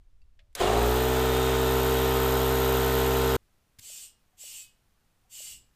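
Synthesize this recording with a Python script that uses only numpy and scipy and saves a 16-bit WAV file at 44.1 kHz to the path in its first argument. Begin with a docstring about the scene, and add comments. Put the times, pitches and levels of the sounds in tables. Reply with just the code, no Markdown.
"""A switch clicks in a quiet garage and a small piston air compressor spins up: the piston thumps, the
intake reed flutters on each suction stroke, the outlet valve knocks and squeals, gears and fan buzz.
The scene changes abruptly to the wheel of a car, where an inflator knocks, clicks and lets three short
blasts of air into the tyre. The jet hisses at the valve and sets the tyre's cavity ringing."""
import sys
import numpy as np
from scipy import signal
from scipy.fft import rfft, irfft
from scipy.io import wavfile

SR = 44100
rng = np.random.default_rng(int(sys.argv[2]) if len(sys.argv) > 2 else 0)


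def digitize_waveform(pressure):
    """Quantize a signal to 16-bit integers and store it at the path in sys.argv[1].

    Rows of a 2-D input are taken as channels; values are limited to [-1, 1].
    """
    field = np.atleast_2d(pressure).T
    bounded = np.clip(field, -1, 1)
    quanta = np.round(bounded * 32767).astype(np.int16)
    wavfile.write(sys.argv[1], SR, quanta)


N = 253575
TIME = np.arange(N) / SR
POWER_S, START_S, CHANGE_S = .553, .603, 3.366  # power comes on, crank breaks free, cut to the wheel
LOAD_S, LOAD_WIDTH_S = .85, .1  # the piston takes up its load: middle, half length
TOP_SPEED = 65.175  # crank turns per second


def from_db(db):
    """Decibels to gain."""
    return 10 ** (np.asarray(db) / 20)


def unit_rms(x):
    """Scale to rms 1."""
    return x / np.sqrt(np.mean(x ** 2) + 1e-20)


def swell(s, width):
    """A smooth hump of height 1 around a moment."""
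    return np.exp(-((TIME - s) / width) ** 2)


def drift(rate_hz):
    """A smooth random wander, rms 1."""
    slow = signal.sosfilt(signal.butter(2, rate_hz, fs=SR, output="sos"), rng.standard_normal(N + SR))
    return unit_rms(slow[SR:])


def noise(spectrum):
    """Steady noise with the given power per Hz."""
    hz, level_db = np.transpose(spectrum)
    bins = np.maximum(np.arange(N // 2 + 1) * SR / N, 1)
    gain = from_db(np.interp(np.log(bins), np.log(hz), level_db))
    return irfft(rfft(rng.standard_normal(N)) * gain, N) * np.sqrt(SR / 2)


def ring(x, hz, t60):
    """One mode: a unit click sets a sine of height 1 ringing."""
    decay, step = from_db(-60 / (t60 * SR)), 2 * np.pi * hz / SR
    return signal.lfilter([0, np.sin(step)], [1, -2 * decay * np.cos(step), decay * decay], x + 1e-18)


def narrow_noise(hz, width_hz):
    """Turbulence in one resonance, rms 1."""
    return unit_rms(ring(rng.standard_normal(N), hz, np.log(1000) / (np.pi * width_hz)))


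def dying_noise(age, t60):
    """White noise that dies away from age 0."""
    return rng.standard_normal(len(age)) * (age >= 0) * np.exp(-np.log(1000) * np.abs(age) / t60)


def hollow(x, t60, wet):
    """A share of the sound rings on in the dense modes of a closed space."""
    tail = dying_noise(TIME[:SR // 2], t60)
    reverb = signal.fftconvolve(x, tail / np.linalg.norm(tail))[:N]
    return np.sqrt(1 - wet) * x + np.sqrt(wet) * reverb


def gate(turns, opens, length, edge):
    """1 while a valve is open; all arguments in turns of the crank."""
    into = (turns - opens) % 1
    return np.clip(np.minimum(into, length - into) / edge, 0, 1)


def crank_tones(turns, harmonics, peak_at, scatter, smear):
    """Harmonics that crest near one crank angle; the housing smears the crest and each phase wanders."""
    middle = round(harmonics[len(harmonics) // 2][0])
    out = 0
    for k, level_db in harmonics:
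        phase = 2 * np.pi * k * (turns - peak_at) - smear * (k - middle) ** 2
        out += np.sqrt(2) * from_db(level_db) * np.cos(phase + scatter * drift(12))
    return out


# Room tone by the compressor (frequency [Hz], level [dB per Hz])
GARAGE_TONE = [(20, -70), (50, -80), (95, -88.5), (150, -103), (300, -110), (700, -117), (3000, -121),
               (8000, -127), (14000, -133)]
def garage_ambience():
    """A steady, dark bed of noise."""
    return noise(GARAGE_TONE)


# Room tone at the wheel (frequency [Hz], level [dB per Hz])
WHEEL_TONE = [(100, -104), (300, -108), (1200, -111), (5000, -118), (14000, -121)]
# Handling rumble at rest (frequency [Hz], level [dB per Hz])
RUMBLE = [(20, -87), (90, -95.5), (220, -105), (600, -122), (2000, -150)]
def wheel_ambience():
    """Faint air over a low rumble that swells once as the inflator is moved."""
    rumble_db = 9.5 * swell(5.57, width=.099)
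    return noise(WHEEL_TONE) + from_db(rumble_db) * noise(RUMBLE)


# Switch pings; knocks of housing, hose and gauge (time [s], pitch [Hz], level [dB], t60 [s])
KNOCK_CUES = [(.217, 2700, -69, 0.067), (.217, 4600, -71, 0.061), (.393, 580, -73, .35),
              (.393, 655.6, -74.5, 0.35), (3.787, 101, -47.5, 0.082), (3.794, 260, -54, 0.032),
              (3.9, 596, -47, 0.019), (4.331, 740, -68.5, .1), (4.437, 575, -45.5, 0.021),
              (5.249, 754, -69, 0.11), (5.403, 600, -44.5, 0.025)]
def knocks():
    """Cushioned hits, each ringing at one pitch."""
    out = np.zeros(N)
    for s, hz, level_db, t60 in KNOCK_CUES:
        age = np.maximum(TIME - s, 0)
        envelope = np.clip(age / .002, 0, 1) * from_db(-60 * age / t60)
        out += from_db(level_db) * envelope * np.sin(2 * np.pi * hz * age)
    return out


# Switch clicks; the inflator's puff as it seals
# (time [s], pre-filter level [dB], attack [s], t60 [s], top of band [Hz])
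CLICK_CUES = [(.216, -63, .001, .035, 6000), (.391, -44, 0.0012, 0.065, 3500),
              (.528, -66, .001, 0.024, 12000), (0.5504, -25, 0.0018, 0.037, 12160),
              (3.786, -40, 0.0036, 0.034, 12000), (3.79, -31, 0.006, 0.027, 12400)]
def clicks():
    """Sharp, bright bursts of noise with a faint room tail."""
    out = np.zeros(N)
    for s, level_db, attack, t60, top_hz in CLICK_CUES:
        age = TIME - s
        burst = (dying_noise(age, t60) + .03 * dying_noise(age, t60=.25)) * np.clip(age / attack, 0, 1)
        band = signal.butter(2, [1700, top_hz], "band", fs=SR, output="sos")
        out += from_db(level_db) * signal.sosfilt(band, burst)
    return out


# Short whistles (time [s], pitch [Hz], peak level [dB], width [s])
WHISTLE_CUES = [(.673, 2823, -32.5, 0.0071), (4.61, 2550, -55.5, 0.037), (5.53, 2805, -53.5, 0.025)]
def whistles():
    """The starting drive and the closing air valve give near-pure tones that swell and fade."""
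    out = np.zeros(N)
    for s, hz, level_db, width in WHISTLE_CUES:
        envelope = 1 / np.cosh(np.clip((TIME - s) / width, -20, 20))
        out += from_db(level_db) * envelope * np.sin(2 * np.pi * hz * TIME + .3 * drift(30))
    return out


# Trigger squeezes (time [s], length [s], relative level [dB], attack [s], release [s])
BLAST_CUES = [(3.815, 0.28, -45, 0.031, 0.015), (4.392, 0.27, -44.5, 0.025, 0.021),
              (5.316, 0.26, -43.5, 0.031, 0.019)]
def air_flow():
    """With each squeeze the flow builds up, holds and is shut off."""
    lead_s, shut_early_s = .029, .038  # the valve cracks open early and is half shut before the end
    trim_db = -9.5
    flow = np.zeros(N)
    for s, length, level_db, attack, release in BLAST_CUES:
        opening = (1 - np.exp(-np.maximum(TIME - s + lead_s, 0) / attack)) ** 2
        closing = .5 - .5 * np.tanh((TIME - s - length + shut_early_s) / (2 * release))
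        flow += from_db(level_db + trim_db) * opening * closing
    return flow


# Hiss of the jet (frequency [Hz], level relative to the flow [dB per Hz])
JET_COLOUR = [(300, -53), (1700, -49), (2300, -38), (2950, -33.5), (3800, -35.5), (5300, -34),
              (6300, -33.5), (7300, -26), (8700, -31.5), (9500, -36), (11000, -37), (11900, -32.5),
              (12500, -37), (13800, -35), (15000, -41)]
# Strongest modes of the tyre cavity (pitch [Hz], level relative to the flow [dB])
TYRE_MODES = [(2540, -16), (2842, -5.5), (2993, -4), (3229, -8.5), (3359, -24.5), (4608, -19),
              (5146, -10.5), (5598, -11), (7310, 2), (7748, -7), (7902, 0), (8228, -13), (8333, -1.5),
              (8591, -6), (8742, -5), (9173, -8), (9862, -30), (11541, -20), (12058, -15), (13910, -21)]
def inflator():
    """A jet of air hisses at the valve and excites the tyre cavity; high modes die sooner."""
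    flow = air_flow()
    jet = flow * noise(JET_COLOUR)
    lingering = signal.sosfilt(signal.butter(2, [2500, 5500], "band", fs=SR, output="sos"), jet)
    hiss = hollow(jet, t60=.15, wet=.8) + .36 * hollow(lingering, t60=.43, wet=1)
    for hz, level_db in TYRE_MODES:
        t60 = .36 * np.sqrt(2800 / hz)
        unity_gain = np.sqrt(4 * np.log(1000) / (t60 * SR))
        hiss += from_db(level_db) * unity_gain * ring(flow * rng.standard_normal(N), hz, t60)
    return hiss


# Fan and rushing air (frequency [Hz], relative level [dB per Hz])
FAN_COLOUR = [(20, -84.5), (100, -75), (310, -75.5), (420, -65), (680, -63.5), (820, -70.5), (1100, -68),
              (1370, -65.5), (1850, -72.5), (3700, -72), (5200, -79), (8500, -78.5), (10200, -86),
              (14500, -88.5)]
def fan_rush(turns):
    """Air rushes hardest during suction, and is faint while the motor strains at the resting crank."""
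    suction = gate(turns, opens=0, length=.63, edge=.18) - .5
    stall_db = np.interp(TIME, [POWER_S, START_S], [-15.5, 0])
    rush = noise(FAN_COLOUR) * from_db(.5 + stall_db + .6 * drift(150) + .69 * suction)
    return (TIME >= POWER_S) * rush


def brush_crackle(pace):
    """The brushes crackle under the inrush of current until the motor is up to speed."""
    inrush = (TIME >= START_S) * (1 - pace)
    return from_db(-30.5) * inrush * narrow_noise(3200, width_hz=2200) * from_db(3 * drift(200))


def motor(turns, speed):
    """The shaft hums; the commutator's whine flares as it passes a sharp resonance of the housing."""
    gear_ratio, bars = 57 / 12, 12  # shaft turns per crank turn, commutator bars
    resonance_hz, half_width_hz = 3668, 14
    shaft_angle = 2 * np.pi * gear_ratio * turns
    whine_hz = bars * gear_ratio * speed
    resonance = 1 / np.hypot(1, (whine_hz - resonance_hz) / half_width_hz)
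    whine = from_db(-43) * resonance * np.sin(bars * shaft_angle + .5 * drift(28))
    hum = from_db(-49.5) * np.sin(shaft_angle)
    return np.sqrt(2) * (hum + whine)


# Gear buzz (crank harmonic, level at top speed [dB rms])
GEAR_TONES = [(17, -59.5), (18, -60.5), (19, -48), (20, -52.5), (21, -46.5), (22, -57), (23, -47.5),
              (28, -50), (30, -53.5), (32, -61.5), (49, -62), (50, -64.5)]
def gear_buzz(turns, pace):
    """The gears rattle harder as they gain speed."""
    return pace * crank_tones(turns, GEAR_TONES, peak_at=.07, scatter=.45, smear=.3)


# Fader curve of the squeal (time [s], relative level [dB])
SQUEAL_FADER = [(0.68, -49), (0.71, -51.5), (0.89, -41.5), (1.52, -44.5), (1.81, -40.5), (3.0, -38.5),
                (3.04, -41.5), (3.34, -41)]
def outlet_squeal(turns):
    """Air hisses as the outlet valve opens and rebounds; rising pressure locks it into a whistle."""
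    lock_s = (1.45, 1.7)  # over this span the whistle takes over and its pitch drops
    whistle_share = np.interp(TIME, lock_s, [.3, .72])
    cycles = np.cumsum(np.interp(TIME, lock_s, [13420, 13280])) / SR
    whistle = np.sqrt(2) * np.sin(2 * np.pi * cycles + 1.5 * drift(70)) * from_db(drift(60))
    air = unit_rms(narrow_noise(13300, width_hz=1000) + .6 * narrow_noise(14000, width_hz=500))
    squeal = np.sqrt(whistle_share) * whistle + np.sqrt(1 - whistle_share) * air
    opening = gate(turns, opens=.65, length=.3, edge=.04)
    rebound = .46 * gate(turns, opens=.93, length=.34, edge=.068)
    level_db = np.interp(TIME, *np.transpose(SQUEAL_FADER)) + 1.1
    fade_in = np.clip((TIME - START_S) / .12, 0, 1)
    return from_db(level_db) * fade_in * unit_rms((opening + rebound + .13) * squeal)


# Outlet valve's knock (crank harmonic, level at top speed [dB rms])
OUTLET_TONES = [(10, -48), (11, -45), (12, -42), (13, -42.5), (14, -39.5), (15, -45), (16, -42.5)]
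def outlet_knock(turns, pace, slap):
    """The valve knocks once a turn, harder with speed and with a lift while the reed still slaps."""
    return pace * from_db(3 * slap) * crank_tones(turns, OUTLET_TONES, peak_at=.67, scatter=.2, smear=.14)


# Piston thump (crank harmonic, level at top speed [dB rms])
PISTON_TONES = [(1, -31.5), (2, -35), (3, -43.5), (4, -35.5)]
def piston(turns, pace):
    """The piston thumps harder with speed; as the load comes on, the machine rocks once a turn."""
    peak_at = .15  # turns
    rocking = from_db(-30) * swell(LOAD_S, LOAD_WIDTH_S) * np.cos(2 * np.pi * (turns - peak_at))
    return rocking + pace ** 1.7 * crank_tones(turns, PISTON_TONES, peak_at, scatter=.025, smear=0)


def intake_reed(turns, speed, slap):
    """The reed flutters afresh on each suction stroke; early on it slaps its seat unevenly."""
    flutter_hz = 425.2 - 45 * (1 - speed / TOP_SPEED)
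    stroke = np.clip(turns, 0, None).astype(int)
    detune, strength = rng.standard_normal((stroke.max() + 1, 2))[stroke].T
    stroke_age = (turns % 1) / speed
    wobble = (.03 + .22 * slap) * drift(120)
    angle = 2 * np.pi * flutter_hz * (1 + .028 * slap * detune) * stroke_age - 3.45 + wobble
    overtones = slap * (.76 * np.sin(1.83 * angle) + .3 * np.cos(2.74 * angle))
    rasp = .35 * narrow_noise(920, width_hz=540)
    swing = np.cos(angle) + slap * (overtones + rasp)
    level_db = -22.5 + (.65 * slap - .13) * strength
    return from_db(level_db) * swing * gate(turns, opens=0, length=.81 - .13 * slap, edge=.063)


def crank_speed():
    """Turns per second: the motor spins up, sags as the load comes on and creeps to its top speed."""
    age = np.maximum(TIME - START_S, 0)
    spin_up = 30.4 * np.exp(-age / .0713)
    creep = 3.57 * np.exp(-age / .56)
    sag = 2.02 * swell(LOAD_S, LOAD_WIDTH_S)
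    return TOP_SPEED - spin_up - creep - sag


def compressor():
    """The crank drives every layer; fan and brushes ring in the housing."""
    speed = crank_speed()
    pace = speed / TOP_SPEED
    running = TIME >= START_S
    turns = np.cumsum(speed * running) / SR + .0012 * drift(20)
    slap = .5 - .5 * np.tanh((TIME - .87) / .134)  # falls from 1 to 0 as back pressure settles the reed
    pump = piston(turns, pace) + intake_reed(turns, speed, slap) + outlet_knock(turns, pace, slap)
    drive = gear_buzz(turns, pace) + motor(turns, speed)
    housing = hollow(fan_rush(turns) + brush_crackle(pace), t60=.079, wet=.14)
    return running * (pump + drive + outlet_squeal(turns)) + housing


def scene():
    """First the compressor, then a hard cut to the quiet at the wheel."""
    before_cut = np.clip((CHANGE_S - TIME) / .001, 0, 1)
    by_compressor = before_cut * (compressor() + garage_ambience())
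    by_wheel = (1 - before_cut) * (inflator() + wheel_ambience())
    return (by_compressor + by_wheel + clicks() + knocks() + whistles())[None]


def record(dry):
    """A steep low-pass takes off the very top."""
    return signal.sosfilt(signal.ellip(12, .1, 80, 15250, fs=SR, output="sos"), dry)


dry = scene()
out = record(dry)
digitize_waveform(out)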